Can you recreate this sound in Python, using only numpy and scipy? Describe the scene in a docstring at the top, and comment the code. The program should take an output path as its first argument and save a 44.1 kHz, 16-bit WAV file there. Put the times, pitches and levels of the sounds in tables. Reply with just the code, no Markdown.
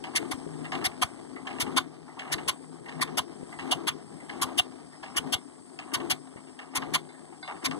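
"""Over a rumbling pipe, clattering gears and insects comes a sharp clack, then two hissing chuffs, again and again.
It is an old two-cylinder tractor idling very slowly on a lawn, and getting slower.
Chuffs, rumble, clatter and the insect choirs are noise shaped by resonances; the valve gear clacks in short
rattling bursts; hum, tinks, struck steel and one insect are wavering sine tones; pops are single pressure waves.
Two microphone ports hear it all, differing in colour and phase."""
import sys
import numpy as np
from scipy import signal
from scipy.fft import rfft, irfft, next_fast_len
from scipy.io import wavfile
from scipy.ndimage import uniform_filter1d, map_coordinates

SR = 44100
rng = np.random.default_rng(int(sys.argv[2]) if len(sys.argv) > 2 else 0)


def wav_record(signal):
    """Record a signal, one row per channel, as 16-bit PCM in the file named by sys.argv[1]."""
    frames = np.transpose(np.atleast_2d(signal))
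    bounded = np.clip(frames, -1, 1)
    # unit amplitude maps onto the largest positive 16-bit level
    quanta = np.round(bounded * 32767).astype(np.int16)
    wavfile.write(sys.argv[1], SR, quanta)


N = 343539


def amp(db):
    """Turn decibels into a gain."""
    return 10 ** (np.asarray(db) / 20)


def unit(x):
    """Scale a signal to rms 1."""
    return x / np.sqrt(np.mean(x ** 2) + 1e-20)


def along(points, hz):
    """Read a curve of (Hz, value) points, with frequency on a log axis."""
    point_hz, value = np.transpose(points)
    return np.interp(np.log(hz + 1), np.log(point_hz + 1), value)


def curves(rows):
    """Draw one curve over time for each column after the time column."""
    s, *columns = np.transpose(rows)
    return [np.interp(np.arange(N) / SR, s, column) for column in columns]


def wobble(rate):
    """Draw a smooth random curve with this many knots a second."""
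    knots = rng.standard_normal(int(N * rate / SR) + 4)
    return map_coordinates(knots, [np.arange(N) * rate / SR])


def filtered(x, response):
    """Pass a signal through a complex response of frequency."""
    m = next_fast_len(N + SR // 2)
    spectrum = rfft(x, m) * response(np.fft.rfftfreq(m, 1 / SR))
    return irfft(spectrum, m)[..., :N]


def modes(table):
    """Response of several resonances, each given as (Hz, width in Hz, dB), with alternating sign."""
    def response(f):
        total = 0
        for k, (centre, width, db) in enumerate(table):
            damping = 1j * f * width
            total = total + (-1) ** k * amp(db) * damping / (centre * centre - f * f + damping)
        return total
    return response


# How much alike noise is at the two ports. Each row: frequency in Hz, likeness (1 is identical).
PORT_LIKENESS = [(60, .65), (250, .8), (500, .6), (750, .94), (1250, .99), (1650, .75), (2290, .97),
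                 (2370, .998), (2720, .998), (2790, .94), (3200, .85), (15000, .85)]


def rush(response, level, patchy_db=0, most_alike=1):
    """Patchy noise, partly alike at both ports: it follows a changing level, then rings through a response."""
    z = signal.stft(rng.standard_normal((2, N + 512)), nperseg=512)[2]
    patches = uniform_filter1d(rng.standard_normal(z.shape[1:]), size=4, axis=0)
    patches = unit(uniform_filter1d(patches, size=5, axis=1))
    pair = unit(signal.istft(z * amp(patchy_db * patches), nperseg=512)[1][:, :N])

    def shape(hz):
        colour = response(hz)
        turn = np.arccos(np.minimum(along(PORT_LIKENESS, hz), most_alike)) / 2
        return colour / np.sqrt(np.mean(abs(colour) ** 2)) * np.array([np.cos(turn), np.sin(turn)])

    shared, opposite = filtered(level * pair, shape)
    return np.array([shared + opposite, shared - opposite])


def add(track, s, piece):
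    """Mix a piece into a track at s seconds."""
    part = track[round(s * SR):][:len(piece)]
    part += piece[:len(part)]


def pulse(db, hz, half_s):
    """A short pressure wave whose trough comes 20 ms after its start."""
    late = np.arange(round(.04 * SR)) / SR - .02
    return -amp(db) * np.cos(2 * np.pi * hz * late) * np.exp(-(late / half_s) ** 2 / 2)


def rattle(per_s, spread_db):
    """Gain of rms 1 made of many tiny, uneven contacts, each fading with a 1 ms time constant."""
    hits = (rng.random(N) < per_s / SR) * amp(spread_db * rng.standard_normal(N))
    fade = np.exp(-np.arange(SR // 200) / SR / .001)
    return unit(.5 + signal.fftconvolve(hits, fade)[:N])


# Insects in the grass. Each row: time in seconds, base level of the high choir in dB, of the low choir in dB.
INSECT_LEVELS = [(0.0, -60.5, -68), (1.67, -61.5, -68.5), (1.84, -66, -72), (3.25, -61.5, -69),
                 (7.29, -63.5, -72.5), (7.79, -58.5, -65)]
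CHIRP_HZ, CHIRP_DB, CHIRP_WAVER_HZ = 5230, -65, 50  # a single singer in the low choir


def insects():
    """Two choirs of banded noise: a high sizzle and a pulsing lower one with one thin singer."""
    def band(centre_hz, width_hz):
        return lambda hz: modes([(centre_hz, width_hz, 0)])(hz) ** 3

    high_db, low_db = curves(INSECT_LEVELS)
    high_db = high_db + 6.0 + 0.25 * wobble(230) + 1.5 * wobble(4.32)
    low_db = low_db + 5.5 + 1.0 * wobble(41)
    high = rush(band(8205, 1560), amp(high_db), patchy_db=0.0)
    low = rush(band(5040, 1630), amp(low_db), patchy_db=3.0)
    gate = np.clip(wobble(40) + wobble(3) - .6, 0, 1.5)  # the singer comes and goes
    chirp_turns = np.cumsum(CHIRP_HZ + CHIRP_WAVER_HZ * wobble(28)) / SR
    return high + low + amp(CHIRP_DB) * gate * np.sin(2 * np.pi * chirp_turns)


SURGE_S, EBB_S = 0.03, 0.045  # time the flow takes to step up; time constant of the ebb


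def flow(early_share_db):
    """Gas flow in the pipe: starts at the opening clack, is full by the first chuff, ebbs after the second."""
    t, out = np.arange(N) / SR, np.zeros(N)
    times = [s for s, *_ in CHUFFS] + [N / SR]
    ramp = lambda s: np.clip((t - s) / SURGE_S, 0, 1)
    for (clack_s, *_, early_db, full_db), first_s, second_s in zip(ENGINE_CYCLES, times[::2], times[1::2]):
        early = amp(early_db + early_share_db)
        rise = early * ramp(clack_s) + (amp(full_db) - early) * ramp(first_s - SURGE_S)
        out += rise * np.exp(-np.clip(t - second_s, 0, None) / EBB_S)
    return out


# Engine sound between the swells. Each row: time in seconds, base level of the rumble in dB, of the clatter in dB.
RUNNING_LEVELS = [(0.0, -47, -53.5), (0.5, -45, -50.5), (1.25, -48.5, -53.5), (1.95, -52.5, -55),
                  (2.7, -51, -55.5), (3.4, -47.5, -53), (4.1, -49, -54.5), (4.85, -51, -54),
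                  (5.6, -55, -58), (6.35, -55.5, -56.5), (7.25, -54.5, -55.5), (7.79, -60, -66)]
# Resonances of the exhaust pipe. Each row: frequency in Hz, width in Hz, level in dB.
PIPE_MODES = [(156.4, 119, -15.5), (202, 35, -8.5), (261.3, 24.5, -5.5), (300.4, 11.6, -3),
              (337.8, 12, -3.5), (365.6, 32.6, -5), (433, 79, -9)]
# Colour of the gear clatter. Each row: frequency in Hz, relative level in dB per Hz.
GEAR_COLOUR = [(450, -3), (560, -7), (740, 0), (900, -5), (1200, -8), (1400, -15), (2100, -13), (2600, -20),
               (3300, -19), (4000, -24), (6300, -29), (9500, -33), (12000, -41), (15500, -50)]
# Two pipe modes sing. Each row: time in seconds, base level of the lower in dB, of the upper in dB.
HUM_LEVELS = [(0.0, -60.5, -60), (0.41, -61.5, -46), (0.52, -48.5, -56), (0.82, -52, -50),
              (0.87, -67, -58.5), (1.63, -65, -48), (1.67, -62, -58), (1.71, -52, -39), (1.78, -63, -41),
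              (1.82, -56, -66), (2.26, -67, -54), (2.32, -52, -57), (2.6, -65.5, -52), (2.73, -53, -50.5),
              (2.86, -68, -61), (2.97, -46.5, -41.5), (3.08, -56, -56), (3.14, -56.5, -38),
              (3.47, -63, -65.5), (3.66, -58, -42), (4.21, -62.5, -65), (4.49, -57, -41.5),
              (4.58, -64.5, -49.5), (5.21, -63.5, -62.5), (5.27, -52, -33), (5.36, -71, -54.5),
              (5.81, -66, -63), (5.9, -74, -52), (6.09, -55.5, -48), (6.16, -60, -51.5),
              (6.64, -71.5, -56.5), (6.81, -60, -41.5), (6.92, -49.5, -46), (7.14, -64, -55),
              (7.59, -66, -77), (7.68, -60, -34.5), (7.72, -44, -42), (7.79, -61, -58)]
# The two singing modes, lower then upper: middle frequency in Hz.
HUM_PITCHES = (157.3, 260.5)
# The same two: extra level in dB, added to the base level.
HUM_EXTRA = (9.5, 6.5)
EARLY_RUMBLE_DB = -2  # the early flow rattles the gear more than it sounds the pipe
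CLATTER_SWELL_DB = -6  # gain from the flow to the clatter


def running():
    """Flow keeps the pipe modes rumbling in lumps and humming; the gear train rattles in short grains."""
    t = np.arange(N) / SR
    rumble_db, clatter_db = curves(RUNNING_LEVELS)

    def pipe(hz):
        return modes(PIPE_MODES)(hz) / (1 + (hz / 520) ** 6) / (1 + (40 / (hz + 1)) ** 2)

    # the rumble breaks off while gas blows through
    hush_db = sum(-10 * np.exp(-((t - s - .004) / .012) ** 2) for s, *_ in CHUFFS)
    lumps_db = 1.0 * wobble(35) + 1.0 * wobble(23)
    rumble_level = np.hypot(amp(rumble_db), flow(EARLY_RUMBLE_DB))
    rumble = rush(pipe, rumble_level * amp(hush_db + 6.0 + lumps_db), patchy_db=2.0)

    hum = np.zeros(N)
    for hz, extra_db, db in zip(HUM_PITCHES, HUM_EXTRA, curves(HUM_LEVELS)):
        level = amp(db + extra_db + 2.2 * wobble(24))
        turns = np.cumsum(hz + 3 * wobble(13)) / SR  # the singing is slightly unsteady
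        hum += level * np.sin(2 * np.pi * turns)

    def gears(hz):
        return amp(along(GEAR_COLOUR, hz)) / (1 + (420 / (hz + 1)) ** 6)

    clatter_level = np.hypot(amp(clatter_db), amp(CLATTER_SWELL_DB) * flow(0))
    grains = rattle(per_s=2000, spread_db=-1.0) * amp(1.5 + 1.34 * wobble(22))
    clatter = rush(gears, clatter_level * grains, patchy_db=0.5)
    return rumble + hum + clatter


# A loose steel part is struck. Each row: start in seconds, level in dB.
STEEL_HITS = [(7.088, -50.5), (7.427, -36.5)]
# How that part rings. Each row: frequency in Hz, relative level in dB, time to fade by 60 dB in seconds.
STEEL_MODES = [(755, -6, .12), (960, -9, .07), (1518, -5, .1), (1868, -14, .1), (2126, -2, .22),
               (3580, -10, .32), (3760, -19, .12), (4021, -8, .18), (4748, -7, .12)]


def ping():
    """Thin steel rings with several clear, slightly rough modes and a short crack."""
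    t, out = np.arange(SR // 3) / SR, np.zeros(N)
    ring = np.zeros(len(t))
    for hz, db, t60 in STEEL_MODES:
        rough = amp(3 * wobble(90)[:len(t)])
        ring += amp(db - 60 * t / t60) * rough * np.sin(2 * np.pi * hz * t)
    crack = uniform_filter1d(rng.standard_normal(len(t)), size=5) * amp(-17 - 60 * t / 0.05)
    strike = (1 - np.exp(-t / 0.001)) * ring + crack
    for s, db in STEEL_HITS:
        add(out, s, amp(db) * strike)
    return out


# A small lever flicks over once in most cycles. Each row: time in seconds, level in dB, middle of the ring in Hz.
LEVER_FLICKS = [(0.533, -60, 1760), (0.6474, -39, 1995), (1.361, -39, 2006), (2.0974, -48, 1950),
                (2.8613, -41, 1924), (3.5249, -39.5, 2000), (4.2014, -45, 2070), (4.9322, -49, 1870),
                (7.141, -50, 1790)]
TINK_T60_S = 0.17  # time the ring takes to fade by 60 dB


def tinks():
    """A light part rings on one rough mode with a tiny tick."""
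    t, out = np.arange(SR // 5) / SR, np.zeros(N)
    noises = rng.standard_normal((len(LEVER_FLICKS), len(t)))
    for (s, db, hz), noise in zip(LEVER_FLICKS, noises):
        turns = np.cumsum(hz + 900 * uniform_filter1d(noise, size=90)) / SR  # noise shakes the pitch
        ring = np.sin(2 * np.pi * turns) * amp(-60 * t / TINK_T60_S) * (1 - np.exp(-t / .001))
        tick = amp(-17 - 60 * t / 0.027) * noise
        add(out, s - .001, amp(db) * (ring + tick))
    return out


# Dull pops in the pipe. Each row: time of the trough in seconds, peak in dB.
PIPE_POPS = [(0.467, -23), (3.432, -23), (6.361, -26.5)]


def pops():
    """A late pocket of gas burns in the pipe: one soft push."""
    out = np.zeros(N)
    for s, db in PIPE_POPS:
        add(out, s - .02, pulse(db, hz=330, half_s=0.0011))
    return out


# Engine cycles, each opened by a sharp clack ahead of its chuffs. Each row: clack time in seconds, clack strength
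# in dB, knock over it in dB, extra snap in dB, base level of the early gas flow in dB, of the full flow in dB.
ENGINE_CYCLES = [(0.041, -32, -3, 4.5, -62, -43), (0.7206, -25, -5.5, -5.5, -40, -48),
                 (1.471, -28, -10, -3, -43.5, -40.5), (2.192, -32.5, -12.5, 2.5, -50, -42.5),
                 (2.886, -31, -11, -3.5, -48, -43.5), (3.589, -29, -6, -2.5, -41.5, -44),
                 (4.295, -31, -5, -3, -43, -43), (5.03, -33, -4, 2.5, -54, -42.5),
                 (5.791, -36, -1.5, 7, -50.5, -41.5), (6.592, -35.5, -4.5, 2, -57, -41.5),
                 (7.4787, -31.5, 0.5, -5, -51, -42)]
# Other valve gear contacts. Each row: time in seconds, strength in dB, knock over it in dB.
OTHER_CLACKS = [(0.2165, -37, -6), (0.646, -35.5, -1), (0.8107, -37.5, -9), (0.917, -39.5, -6),
                (1.363, -42, 1), (1.449, -47.5, 10.5), (1.666, -33.5, 0), (2.08, -47.5, 6.5),
                (2.171, -44.5, 7), (2.252, -40.5, 3), (2.279, -47, -17), (2.3805, -33, -5.5),
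                (2.861, -43, -0.5), (3.076, -37, -3), (3.525, -41, 0), (3.778, -51, 13.5), (4.48, -41, 5),
                (5.228, -47, 9), (5.874, -49, 3), (6, -35.5, 1), (6.367, -45, -1), (6.47, -47, -17),
                (6.82, -32, -1), (7.0904, -52, -7), (7.325, -46, -2), (7.445, -42.5, 0), (7.497, -50, -3),
                (7.562, -64, -15), (7.7123, -32.5, 3)]
# The opening clack rebounds. Each row: average delay after it in seconds, level against it in dB.
CLACK_REBOUNDS = [(0.031, -10), (0.065, -21), (.09, -16.5)]
# Resonances of the tappets. Each row: frequency in Hz, width in Hz, level in dB.
TAPPET_MODES = [(1658, 206, -2.5), (1960, 400, -3), (2184, 105, 2.5), (2810, 71, -1)]
# Bright edge of a contact. Each row: frequency in Hz, width in Hz, level in dB.
SNAP_MODES = [(2730, 600, 10.5), (3500, 29, -19), (3980, 27, 3), (5200, 450, 3), (7300, 2800, -4)]
# Resonances of the engine block. 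Each row: frequency in Hz, width in Hz, level in dB.
BLOCK_MODES = [(764, 133, 8.5), (1197, 246, 3)]
LIFT_S, LIFT_DB = 0.021, -37.5  # a lifter takes up its play this long before the first chuff of a cycle
CLACK_T60_S = 0.14  # time a contact takes to fade by 60 dB


def valve_gear():
    """Each contact rattles out through tappet and block; harder blows snap brighter."""
    t = np.arange(SR // 4) / SR
    tick, snap, knock = np.zeros((3, N))
    # each contact: seconds, strength dB, knock dB over it, extra snap dB
    contacts = [row[:4] for row in ENGINE_CYCLES]
    for s, db, *_ in ENGINE_CYCLES:
        for late_s, loss_db in CLACK_REBOUNDS:
            contacts.append((s + late_s + rng.normal(0, 0.0024), db + loss_db, -6, 2))
    contacts += [(s - LIFT_S, LIFT_DB, -2, -6) for s, *_ in CHUFFS[::2]]
    contacts += [(*row, 0) for row in OTHER_CLACKS]

    fade = amp(-60 * t / CLACK_T60_S) * (1 - np.exp(-t / .0005))
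    sharp_fade = fade + 0.52 * amp(-60 * t / 0.017)
    slow_fade = fade ** 0.5 * (1 - np.exp(-t / 0.0019))
    for s, db, knock_db, snap_db in contacts:
        add(tick, s - .002, amp(db - 7.0) * fade)
        # 1.84 dB more snap for each dB of strength
        add(snap, s - .002, amp(1.84 * (db + 33.0) + snap_db - 43.0) * sharp_fade)
        add(knock, s - .002, amp(db + knock_db - 4.0) * slow_fade)

    bright = lambda hz: modes(SNAP_MODES)(hz) / (1 + (hz / 8000) ** 4)
    chatter = rattle(per_s=700, spread_db=3.5)  # loose parts chatter on after the blow
    tappets = rush(modes(TAPPET_MODES), chatter * tick, patchy_db=2)
    edges = rush(bright, chatter * snap, patchy_db=2.5)
    block = rush(modes(BLOCK_MODES), knock, patchy_db=1.5)
    return tappets + edges + block


# Exhaust chuffs, two to a cycle. Each row: time in seconds, strength in dB, then bark, honk and hiss over it in dB,
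# valve open time in ms, base share of that before the peak (each part skews it), lowest bark mode over the rest
# in dB, lower rasp modes over the upper in dB (the last two before a fixed shift).
CHUFFS = [(0.158, -27.5, -11.5, 2, 2, 34.8, 0.46, -7, -1), (0.3169, -35.5, 1, 1.5, 2, 21.4, 0.39, 10, -7),
          (0.8459, -29.5, -4.5, 0.5, 3.5, 38, 0.5, 6, -6), (1.021, -26, 0, -2, 1, 27.4, 0.48, 4.5, 3.5),
          (1.6061, -30.5, -7, -0.5, 4, 39.3, 0.33, -9, 1), (1.7698, -21.5, -3, -6, -3, 28.3, 0.47, 3, -2),
          (2.322, -29.5, -5.5, -1, 2.5, 32, 0.51, -30, -7), (2.4831, -26, -2, -4, 0, 28.8, 0.41, -2, -5),
          (3.015, -30, -2, 3, 2, 32.2, 0.49, -11.5, -8), (3.177, -26.5, -2.5, -5, 0, 32.3, 0.4, 5.5, 0),
          (3.717, -23, -4.5, -12, -3, 28.3, 0.38, 7.5, 3),
          (3.8754, -24.5, -4, -4, -2.5, 32.3, 0.42, -11, 4), (4.421, -28, -3, -8, 2.5, 34.4, 0.36, -2, 2),
          (4.58, -20, -11.5, -8.5, -3.5, 30.3, 0.56, 6, 4.5),
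          (5.1675, -27.5, -5, -3.5, 1.5, 32, 0.45, -5, 12), (5.3284, -22, -10, -12, -4, 31.3, 0.45, 3, 4.5),
          (5.94, -27.5, -5.5, -2, 1, 28, 0.46, -14.5, -2.5),
          (6.1047, -25, -6, -2.5, -0.5, 34.7, 0.35, 6.5, -6), (6.757, -34, 1.5, 3.5, 5.5, 39, 0.36, -7, -4),
          (6.9422, -23.5, -5.5, -4, -1.5, 33.3, 0.37, 6, -2),
          (7.646, -27.5, -5, -2, 0.5, 33.4, 0.59, -5, -3.5)]
# Low outlet modes. Each row: frequency in Hz, width in Hz, level in dB.
BARK_MODES = [(735.5, 90, 0), (1027, 110, 2), (1182, 100, -0.5), (1465, 170, -5)]
# Middle outlet modes. Each row: frequency in Hz, width in Hz, level in dB.
HONK_MODES = [(1800, 120, -7), (2130, 150, 0), (2330, 180, -3), (2650, 200, -8)]
# Upper outlet modes. Each row: frequency in Hz, width in Hz, level in dB.
RASP_MODES = [(2842, 160, 1.5), (3327, 260, -1), (3680, 300, -6.5), (3990, 150, -7), (4440, 400, -8)]
# Hiss of the jet itself. 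Each row: frequency in Hz, width in Hz, level in dB.
HISS_MODES = [(5460, 1100, -1), (7070, 350, 0.5), (8790, 2130, -0.5), (10850, 4000, -9.5),
              (14600, 1800, -43)]
# Sheet steel of the hood. Each row: frequency in Hz, width in Hz, level in dB.
HOOD_MODES = [(1190, 25, -2), (2126, 14, -3), (3580, 14, -4), (4021, 18, -8)]
# Pressure wave as the valve opens: average peak in dB, frequency in Hz, half length in seconds.
OPENING_PUSH = (-26, 310, .0026)
# Pressure wave as it shuts: base peak in dB, frequency in Hz, half length in seconds.
SHUTTING_THUMP = (-38.5, 110, .0046)
THUMP_FADE_DB_PER_S = -.5  # the thump weakens as the engine slows
JET_ALIKE = .945  # a near jet is never quite the same at both ports


def chuffs():
    """Gas jets through the open valve in four parts, the honk peaking earliest; a push opens, a thump shuts."""
    t = np.arange(SR // 5) / SR
    bark, honk, rasp, hiss, lows, deep_db, dark_db = np.zeros((7, N))

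    def jet(open_s, skew, tail_db, t60):
        lift = np.sin(np.pi * np.clip(t / open_s, 0, 1) ** skew) ** 1.28
        echo = amp(tail_db - 60 * t / t60) * (1 - np.exp(-(t / 0.012) ** 2))  # the yard answers briefly
        return np.hypot(lift, echo)

    for s, db, bark_db, honk_db, hiss_db, open_ms, peak_share, deep, dark in CHUFFS:
        start, open_s = s - .008, open_ms / 1000
        late = np.log(2) / -np.log(peak_share)  # skew that puts the peak at this share
        add(bark, start, amp(db + bark_db) * jet(open_s + 0.0049, 1.14 * late, 2, 0.14))
        add(honk, start, amp(db + honk_db) * jet(open_s + 0.006, 0.74 * late, 0, 0.12))
        add(rasp, start, amp(db) * jet(open_s + 0.004, 1.05 * late, -0.58, 0.11))
        add(hiss, start, amp(db + hiss_db) * jet(open_s, 1.12 * late, -.5, 0.1))
        add(deep_db, start, np.full(SR // 8, deep))
        add(dark_db, start, np.full(SR // 8, dark))
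        add(lows, s - .025, amp(rng.normal(0, 2)) * pulse(*OPENING_PUSH))
        thump_db = 3 + THUMP_FADE_DB_PER_S * s + rng.normal(0, 3.5)
        add(lows, s + 0.0063, amp(thump_db) * pulse(*SHUTTING_THUMP))

    def blow(table, level):
        ragged = unit(amp(1.2 * wobble(300)))  # turbulence tears each part of the jet into its own bursts
        return rush(modes(table), ragged * level, patchy_db=2.5, most_alike=JET_ALIKE)

    def tilted(table, split, level, tilt_db):
        """Share one level between lower and upper modes, the lower tilt_db over the upper."""
        lower = blow(table[:split], level / np.hypot(1, amp(-tilt_db)))
        upper = blow(table[split:], level / np.hypot(1, amp(tilt_db)))
        return lower + upper

    # the outlet favours other modes each time
    jets = tilted(BARK_MODES, 1, bark, deep_db - 6) + tilted(RASP_MODES, 2, rasp, dark_db + 4)
    jets += blow(HONK_MODES, honk) + blow(HISS_MODES, hiss)
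    hood = rush(modes(HOOD_MODES), amp(-20) * rasp)  # the blast sets the hood ringing
    return jets + hood + lows


def scene():
    """Add up everything that reaches the two ports."""
    return insects() + running() + ping() + tinks() + pops() + valve_gear() + chuffs()


# Loudness of the right port. Each row: frequency in Hz, gain in dB.
RIGHT_GAIN = [(60, -3.5), (92, -4), (150, -6.5), (260, -15), (400, -10), (600, 0), (770, -4.5), (1170, -.5),
              (1600, 2), (2300, 0), (2750, 0), (4190, -1.5), (6410, -3.5), (9810, -5.5), (13000, -3),
              (15300, -10)]
# Phase turn of the right port. Each row: frequency in Hz, angle in radians.
RIGHT_PHASE = [(60, 4.3), (250, 4.7), (450, 3.9), (700, 2.45), (1250, 3), (1900, 2.3), (2330, 2.39),
               (2750, 3.39), (2900, 3.1), (3200, 2.8), (15000, 2.95)]
RIGHT_LAG_S = .000378  # delay of the right port
TOP_HZ = 15850  # band limit of both ports


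def record(dry):
    """The right port is later, turned in phase and weaker in the bass; both cut steeply at the band limit."""
    def ports(hz):
        turn = along(RIGHT_PHASE, hz) - 2 * np.pi * hz * RIGHT_LAG_S
        right = amp(along(RIGHT_GAIN, hz)) * np.exp(1j * turn)
        limit = 1 / (1 + (hz / TOP_HZ) ** 300)
        return np.array([np.ones(len(hz)), right]) * limit

    return filtered(dry, ports)


dry = scene()
out = record(dry)
wav_record(out)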